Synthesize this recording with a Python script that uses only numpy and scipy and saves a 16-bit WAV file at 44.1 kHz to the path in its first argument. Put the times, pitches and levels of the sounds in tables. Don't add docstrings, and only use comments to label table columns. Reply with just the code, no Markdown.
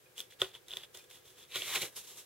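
import sys
import numpy as np
from scipy import signal
from scipy.fft import rfft, irfft, next_fast_len
from scipy.io import wavfile

SR = 44100
rng = np.random.default_rng(int(sys.argv[2]) if len(sys.argv) > 2 else 0)


def to_wav(sig):
    pcm = np.clip(np.atleast_2d(sig), -1, 1) * 32767
    pcm = np.round(pcm).astype(np.int16)
    wavfile.write(sys.argv[1], SR, pcm.T)


N = 99225

# start_s, peak_db, pitch_hz, treble_db (rustle re peak), bass_db (sheet knock re peak)
SNAPS = [(0.18, -33.5, 3270, -11.5, -43), (0.1904, -42, 3460, -27, -31), (0.1935, -39, 3490, -7, -22),
         (0.2033, -26.5, 3415, -14, -34), (0.2123, -53.5, 3700, 5, -17), (0.2174, -45, 3320, -16, -30),
         (0.3231, -48, 1950, -14, -23), (0.417, -14, 3416, -24, -14.5), (0.4209, -31, 3300, -10, -23),
         (0.4279, -37, 3660, -27, -11), (0.4444, -38, 3170, -22, -13), (0.4617, -49, 3350, -22, -4),
         (0.5422, -42.5, 3360, -26, -30), (0.5507, -41, 3240, -30, -18.5), (0.6831, -40, 3760, -10.5, -24),
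         (0.7076, -35.5, 3370, -34, -32), (0.7159, -34, 3540, -27, -37), (0.7279, -37, 3030, -22, -21),
         (0.7355, -28.5, 3500, -33, -27.5), (0.7435, -47, 3270, -20, -20), (0.7565, -50, 3600, -14, -20),
         (0.77, -25.5, 3540, -16.5, -26), (0.7905, -55, 3650, -18, -26), (0.7974, -49, 3330, -18, -24),
         (0.8077, -44, 3460, -21, -25), (0.836, -45, 3480, -16, -31), (0.947, -43.5, 3340, -15, -14),
         (0.9725, -46, 3470, -2, -12.5), (1.1017, -53, 3870, -4, -13), (1.5422, -38, 3360, -16, -36),
         (1.5575, -25, 3370, -15, -14.5), (1.5692, -33, 3760, -23, -29), (1.5767, -39.5, 3060, -15, -10),
         (1.619, -29.5, 2870, -23, -17.5), (1.6206, -23.5, 3170, -33, -32), (1.7392, -31, 3120, -13, -35),
         (1.7563, -21.5, 2600, -24, -37), (1.7634, -36, 2420, -15, -11), (1.7683, -30, 3470, -21, -9),
         (1.8192, -29.5, 3980, -13, -15), (1.8284, -27, 2830, -16, -15)]
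HOUSING_HZ = 3420


def amp(db):
    return 10 ** (np.asarray(db) / 20)


def rms_one(x):
    return x / np.sqrt(np.mean(x ** 2) + 1e-30)


def at_hz(points, hz):
    points_hz, values = np.array(points).T
    return np.interp(np.log(hz), np.log(points_hz), values)


def drift(rate_hz):
    warmup = 9000
    r = np.exp(-2 * np.pi * rate_hz / SR)
    slow = signal.lfilter([1], [1, -2 * r, r * r], rng.standard_normal(N + warmup))
    return rms_one(slow[warmup:])


def ring(clicks, hz, t60_s):
    r, w = amp(-60 / (t60_s * SR)), 2 * np.pi * hz / SR
    return signal.lfilter([0, np.sin(w)], [1, -2 * r * np.cos(w), r * r], clicks + 1e-18)


def colour(sources, envelopes, spectrum, likeness):
    zone_edges_hz = [250, 800, 2000, 4800]
    edges_hz = 25 * 2 ** np.arange(0, 9.5, 1 / 3)
    zones = np.zeros((5, 2, N))
    for k, (low_hz, high_hz) in enumerate(zip(edges_hz, edges_hz[1:])):
        hz = np.sqrt(low_hz * high_hz)
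        zone = np.searchsorted(zone_edges_hz, hz)
        band = signal.butter(2, [low_hz, high_hz], "band", fs=SR, output="sos")
        mid, side = signal.sosfilt(band, sources[zone // 4][k % 2])
        alike = np.clip(at_hz(likeness, hz), -1, 1)
        stereo = np.sqrt(1 + alike) * mid + np.sqrt(1 - alike) * side * [[1], [-1]]
        zones[zone] += amp(at_hz(spectrum, hz)) * stereo
    if envelopes is None:
        return rms_one(zones.sum(axis=0))
    return sum(e * rms_one(z) for e, z in zip(envelopes, zones))


def background():
    floor_db = -64.5
    # hz, relative density_db_per_hz
    floor_spectrum = [(25, -34), (60, -17), (125, -11), (260, -22.5), (380, -8.5), (520, -11), (720, -16),
                      (1100, -16), (2000, -16.5), (3300, -18.5), (5000, -22), (11000, -22), (16000, -23.5)]
    # hz, left-right likeness (-1..1)
    floor_likeness = [(60, 0.6), (240, 0.96), (950, 0.0035), (3770, 0.12), (15000, 0.16)]
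    # pitch_hz, width_hz (about 6 dB down), level_db
    fan_tones = [(125, 55, -77), (366.5, 38, -74.5), (425, 29, -80.5), (500.4, 30, -71), (1648, 32, -81),
                 (15734, 33, -92)]
    noise = rng.standard_normal((2, 2, N))
    out = amp(floor_db) * colour([noise, noise], None, floor_spectrum, floor_likeness)
    for hz, width_hz, db in fan_tones:
        mid, side = ring(rng.standard_normal((2, N)), hz, 4.1 / width_hz)
        out += amp(db) * rms_one(mid + 0.71 * side * [[1], [-1]])
    return out


def squeaks():
    # start_s, length_s, pitch_hz, peak_db
    squeak_table = [(0.054, 0.023, 2460, -61.5), (0.995, 0.023, 2450, -58), (1.142, 0.014, 1900, -62),
                    (1.96, .01, 5250, -45.5)]
    t = np.arange(N) / SR
    out = np.zeros(N)
    for start_s, length_s, hz, db in squeak_table:
        swell = np.sin(np.pi * np.clip((t - start_s) / length_s, 0, 1)) ** 2
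        out += amp(db) * swell * np.sin(2 * np.pi * hz * t)
    return out


def rubbing(envelopes, spectrum, rough):
    grains_per_s, grain_spread_db, clump_db = 2500, 4, 0.5
    grain_share, treble_grain_share = 0.45, 0.28
    # hz, left-right likeness (-1..1)
    contact_likeness = [(60, 0.66), (300, 0.87), (3500, 0.99), (4600, -0.14), (6000, -0.16), (15000, -0.61)]
    born = rng.random(N) < grains_per_s * amp(6 * drift(40)) / SR
    size = born * amp(grain_spread_db * np.minimum(rng.exponential(1, N), 4))
    grain = rms_one(signal.lfilter([1], [1, -.8], size))
    clump = amp(rough * clump_db * drift(90))
    white = rng.standard_normal((2, 2, N))
    shares = np.clip([rough * grain_share, rough * treble_grain_share], 0, 1)
    sources = [np.sqrt(1 - g + g * grain ** 2) * clump * white for g in shares]
    return colour(sources, envelopes, spectrum, contact_likeness)


def stroke_contact(strokes):
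    # thud_db, bass_db, low_middle_db
    low_zones_db = [-10.5, -5, -2]
    t, power = np.arange(N) / SR, np.zeros((5, N))
    for start_s, attack_s, hold_s, release_s, db, treble_db, bass_db in strokes:
        corners_s = np.cumsum([start_s, attack_s, hold_s, release_s])
        shape_db = np.interp(t, corners_s, [-20, 0, 0, -20], left=-99, right=-99)
        zone_db = np.r_[bass_db + np.array(low_zones_db), 0, treble_db]
        power += amp(2 * (db + shape_db + zone_db[:, None]))
    return np.sqrt(power)


def rustle_contact():
    tail_s, tail_db = .005, -17
    treble_tail_s, treble_gain_db = 0.0025, 4.5
    t, power = np.arange(N) / SR, np.zeros((5, N))
    for start_s, db, _, treble_db, _ in SNAPS:
        begun, after_s = t > start_s, np.maximum(t - start_s, 0)
        power[3] += begun * amp(2 * (db + tail_db)) * np.exp(-2 * after_s / tail_s)
        power[4] += begun * amp(2 * (db + treble_db + treble_gain_db)) * np.exp(-2 * after_s / treble_tail_s)
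    return np.sqrt(power)


def knife():
    stroke_rough, rustle_rough = 1.0, 0.13
    ring_db, ring_t60_s = -19, .008
    # start_s, attack_s, hold_s, release_s, level_db, treble_db, bass_db (both re level)
    stroke_table = [(0.155, 0.022, 0.026, 0.076, -54.5, 3, -8),
                    (.295, 0.012, 0.029, 0.023, -62.5, -0.5, -13),
                    (0.388, 0.017, 0.031, 0.086, -47, -2.5, -3.5),
                    (0.523, 0.015, 0.027, 0.039, -59, -2.5, -3.5),
                    (0.663, 0.035, 0.086, 0.013, -57.5, 1, -4.5),
                    (0.774, 0.0046, 0.072, 0.02, -59.5, -2, -4.5), (0.929, 0.021, 0.01, 0.11, -55.5, 3, -6),
                    (1.087, 0.023, 0.046, 0.084, -60.5, 2.5, -7.5),
                    (1.225, 0.032, 0.043, 0.096, -65, 4.5, -4.5),
                    (1.336, .05, 0.042, 0.064, -61.5, 2, -4.5)]
    # hz, relative density_db_per_hz
    cut_spectrum = [(29, -54), (50, -13.5), (258, -23.5), (450, -7), (615, -11.5), (1330, -18.5),
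                    (1910, -14.5), (2210, -13), (3410, -7), (4450, -13), (7760, -15), (10400, -15),
                    (16000, -24)]
    cutting = rubbing(stroke_contact(stroke_table), cut_spectrum, stroke_rough)
    rustle = rubbing(rustle_contact(), cut_spectrum, rustle_rough)
    contact = cutting + rustle
    return contact + amp(ring_db) * ring(np.diff(contact, prepend=0), HOUSING_HZ, ring_t60_s)


def snaps():
    burst_s, snap_t60_s = .00035, .0015
    housing_db, housing_t60_s = -4, 0.0017
    sheet_db, sheet_lag_s = -3, 0.00076
    # pitch_hz, relative level_db, t60_s
    sheet_modes = [(130, -12, 0.063), (379, -1.5, .12), (539, 2.5, 0.029), (632, -0.5, 0.037),
                   (736, -2, 0.03), (1053, -5.5, 0.072), (1247, -3, 0.033), (1469, -1, 0.059),
                   (1922, -0.5, 0.033), (2420, -28, 0.0067)]
    out, size = np.zeros(N + SR), 2048
    chance = rng.standard_normal((len(SNAPS), 200))
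    samples = np.arange(size)
    u = samples / (burst_s * SR)
    for (start_s, db, hz, _, _), draw in zip(SNAPS, chance):
        push = u ** 2 * np.exp(-u) * np.sin(2 * np.pi * hz * samples / SR)
        push[:150] *= 1 + 0.18 * draw[:150]
        tone = rms_one(ring(push, hz, snap_t60_s))
        tone = tone + amp(housing_db) * rms_one(ring(tone, HOUSING_HZ, housing_t60_s))
        first = int(start_s * SR)
        out[first:first + size] += amp(db) * tone / np.abs(tone).max()
    start_s, peak_db, _, _, bass_db = np.transpose(SNAPS)
    at = (start_s * SR + sheet_lag_s * SR).astype(int)
    for k, (hz, mode_db, t60_s) in enumerate(sheet_modes):
        clicks = np.zeros(N + SR)
        clicks[at] = amp(peak_db + bass_db + sheet_db + mode_db + 2 * chance[:, 150 + k])
        out += ring(clicks, hz, t60_s) * (-1) ** k
    return out[:N]


def pull():
    # time_s, level_db, thud_db, bass_db, low_middle_db, treble_db (last four re level)
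    pull_curve = [(1.48, -72, -20, -25, -12, 4.5), (1.52, -52, -33, -20, -14.5, -6),
                  (1.551, -40.5, -30, -17, -10, -6), (1.575, -38.5, -25, -20, -17, -4),
                  (1.6, -42.5, -22, -13, -19, -2.5), (1.63, -43.5, -28, -19, -11, -2),
                  (1.65, -45, -21, -18, -17, -1), (1.68, -40, -24.5, -14.5, -8, -1),
                  (1.71, -41.5, -28, -12, -9, -1), (1.735, -39.5, -24, -14.5, -5, -1),
                  (1.755, -36, -35, -15, -4, -0.5), (1.771, -33.5, -29, -15.5, -17, -5),
                  (1.785, -44, -22, -8, -7, 2.5), (1.805, -42.5, -20, -17, -11, -1),
                  (1.821, -36.5, -19, -15, -19, 0), (1.836, -42.5, -9.5, -1, -17, 1),
                  (1.85, -43.5, -18, -10, -7, 2), (1.875, -53, -16, -4, -6, 2),
                  (1.931, -77.5, -22, -3, -7, 8)]
    # hz, relative density_db_per_hz
    rub_spectrum = [(29, -52), (50, -20), (114, -4.5), (284, -17.5), (389, 0.5), (428, -4.5), (746, -10),
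                    (1150, -3), (1740, -6), (1870, -2.5), (3180, -6), (3950, 1.5), (4670, -18.5),
                    (12300, -21), (16000, -34)]
    t = np.arange(N) / SR
    time_s, db, thud_db, bass_db, low_db, treble_db = np.transpose(pull_curve)
    envelopes = [amp(np.interp(t, time_s, db + rel_db, left=-99, right=-99))
                 for rel_db in (thud_db, bass_db, low_db, 0, treble_db)]
    return rubbing(envelopes, rub_spectrum, rough=.8)


def slides():
    # start_s, attack_s, hold_s, release_s, level_db, treble_db, bass_db (both re level)
    slide_table = [(1.9, 0.029, 0.044, 0.033, -67.5, 5, 1), (1.95, 0.016, .015, 0.073, -48.5, 5, -9),
                   (2.03, 0.011, 0.015, .03, -57.5, 2.5, -8.5),
                   (2.055, 0.02, 0.033, 0.15, -56.5, 4.5, -7.5), (2.155, 0.02, 0.025, 0.057, -55, 5, -7.5)]
    # hz, relative density_db_per_hz
    slide_spectrum = [(180, -29), (300, -28), (354, -2.5), (713, -9.5), (1010, -1.5), (1360, -10),
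                      (1480, -5.5), (2280, -6), (3640, 1.5), (4440, -4.5), (6520, -3.5), (12300, -5.5),
                      (16000, -17)]
    return rubbing(stroke_contact(slide_table), slide_spectrum, rough=.15)


def room(x):
    t60_s, wall_cut_hz = 0.16, 6500
    size = next_fast_len(N + SR)
    hz = np.arange(size // 2 + 1) * SR / size
    lags_s = rng.uniform(0.0083, .03, (2, 6, 1))
    loss = amp(-60 * lags_s / t60_s) / (1 + 1j * hz / wall_cut_hz)
    loop = loss * np.exp(-2j * np.pi * hz * lags_s)
    echoes = (loop / (1 - loop)).sum(axis=1)
    return irfft(rfft(x, size) * echoes, size)[:, :N]


def scene():
    left_db, left_lag_samples, room_db = -.5, 1, -18.5
    near = snaps() + squeaks() + knife() + pull() + slides()
    left = np.r_[np.zeros(left_lag_samples), near[0, :-left_lag_samples]]
    near = np.array([left, near[1]]) * amp([[left_db / 2], [-left_db / 2]])
    return near + amp(room_db) * room(near.mean(axis=0)) + background()


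def record(dry):
    rumble_cut_hz, top_hz = 48, 16000 * .987
    dry = signal.sosfilt(signal.butter(2, rumble_cut_hz, "high", fs=SR, output="sos"), dry)
    return signal.sosfilt(signal.ellip(10, .5, 70, top_hz, fs=SR, output="sos"), dry)


dry = scene()
out = record(dry)
to_wav(out)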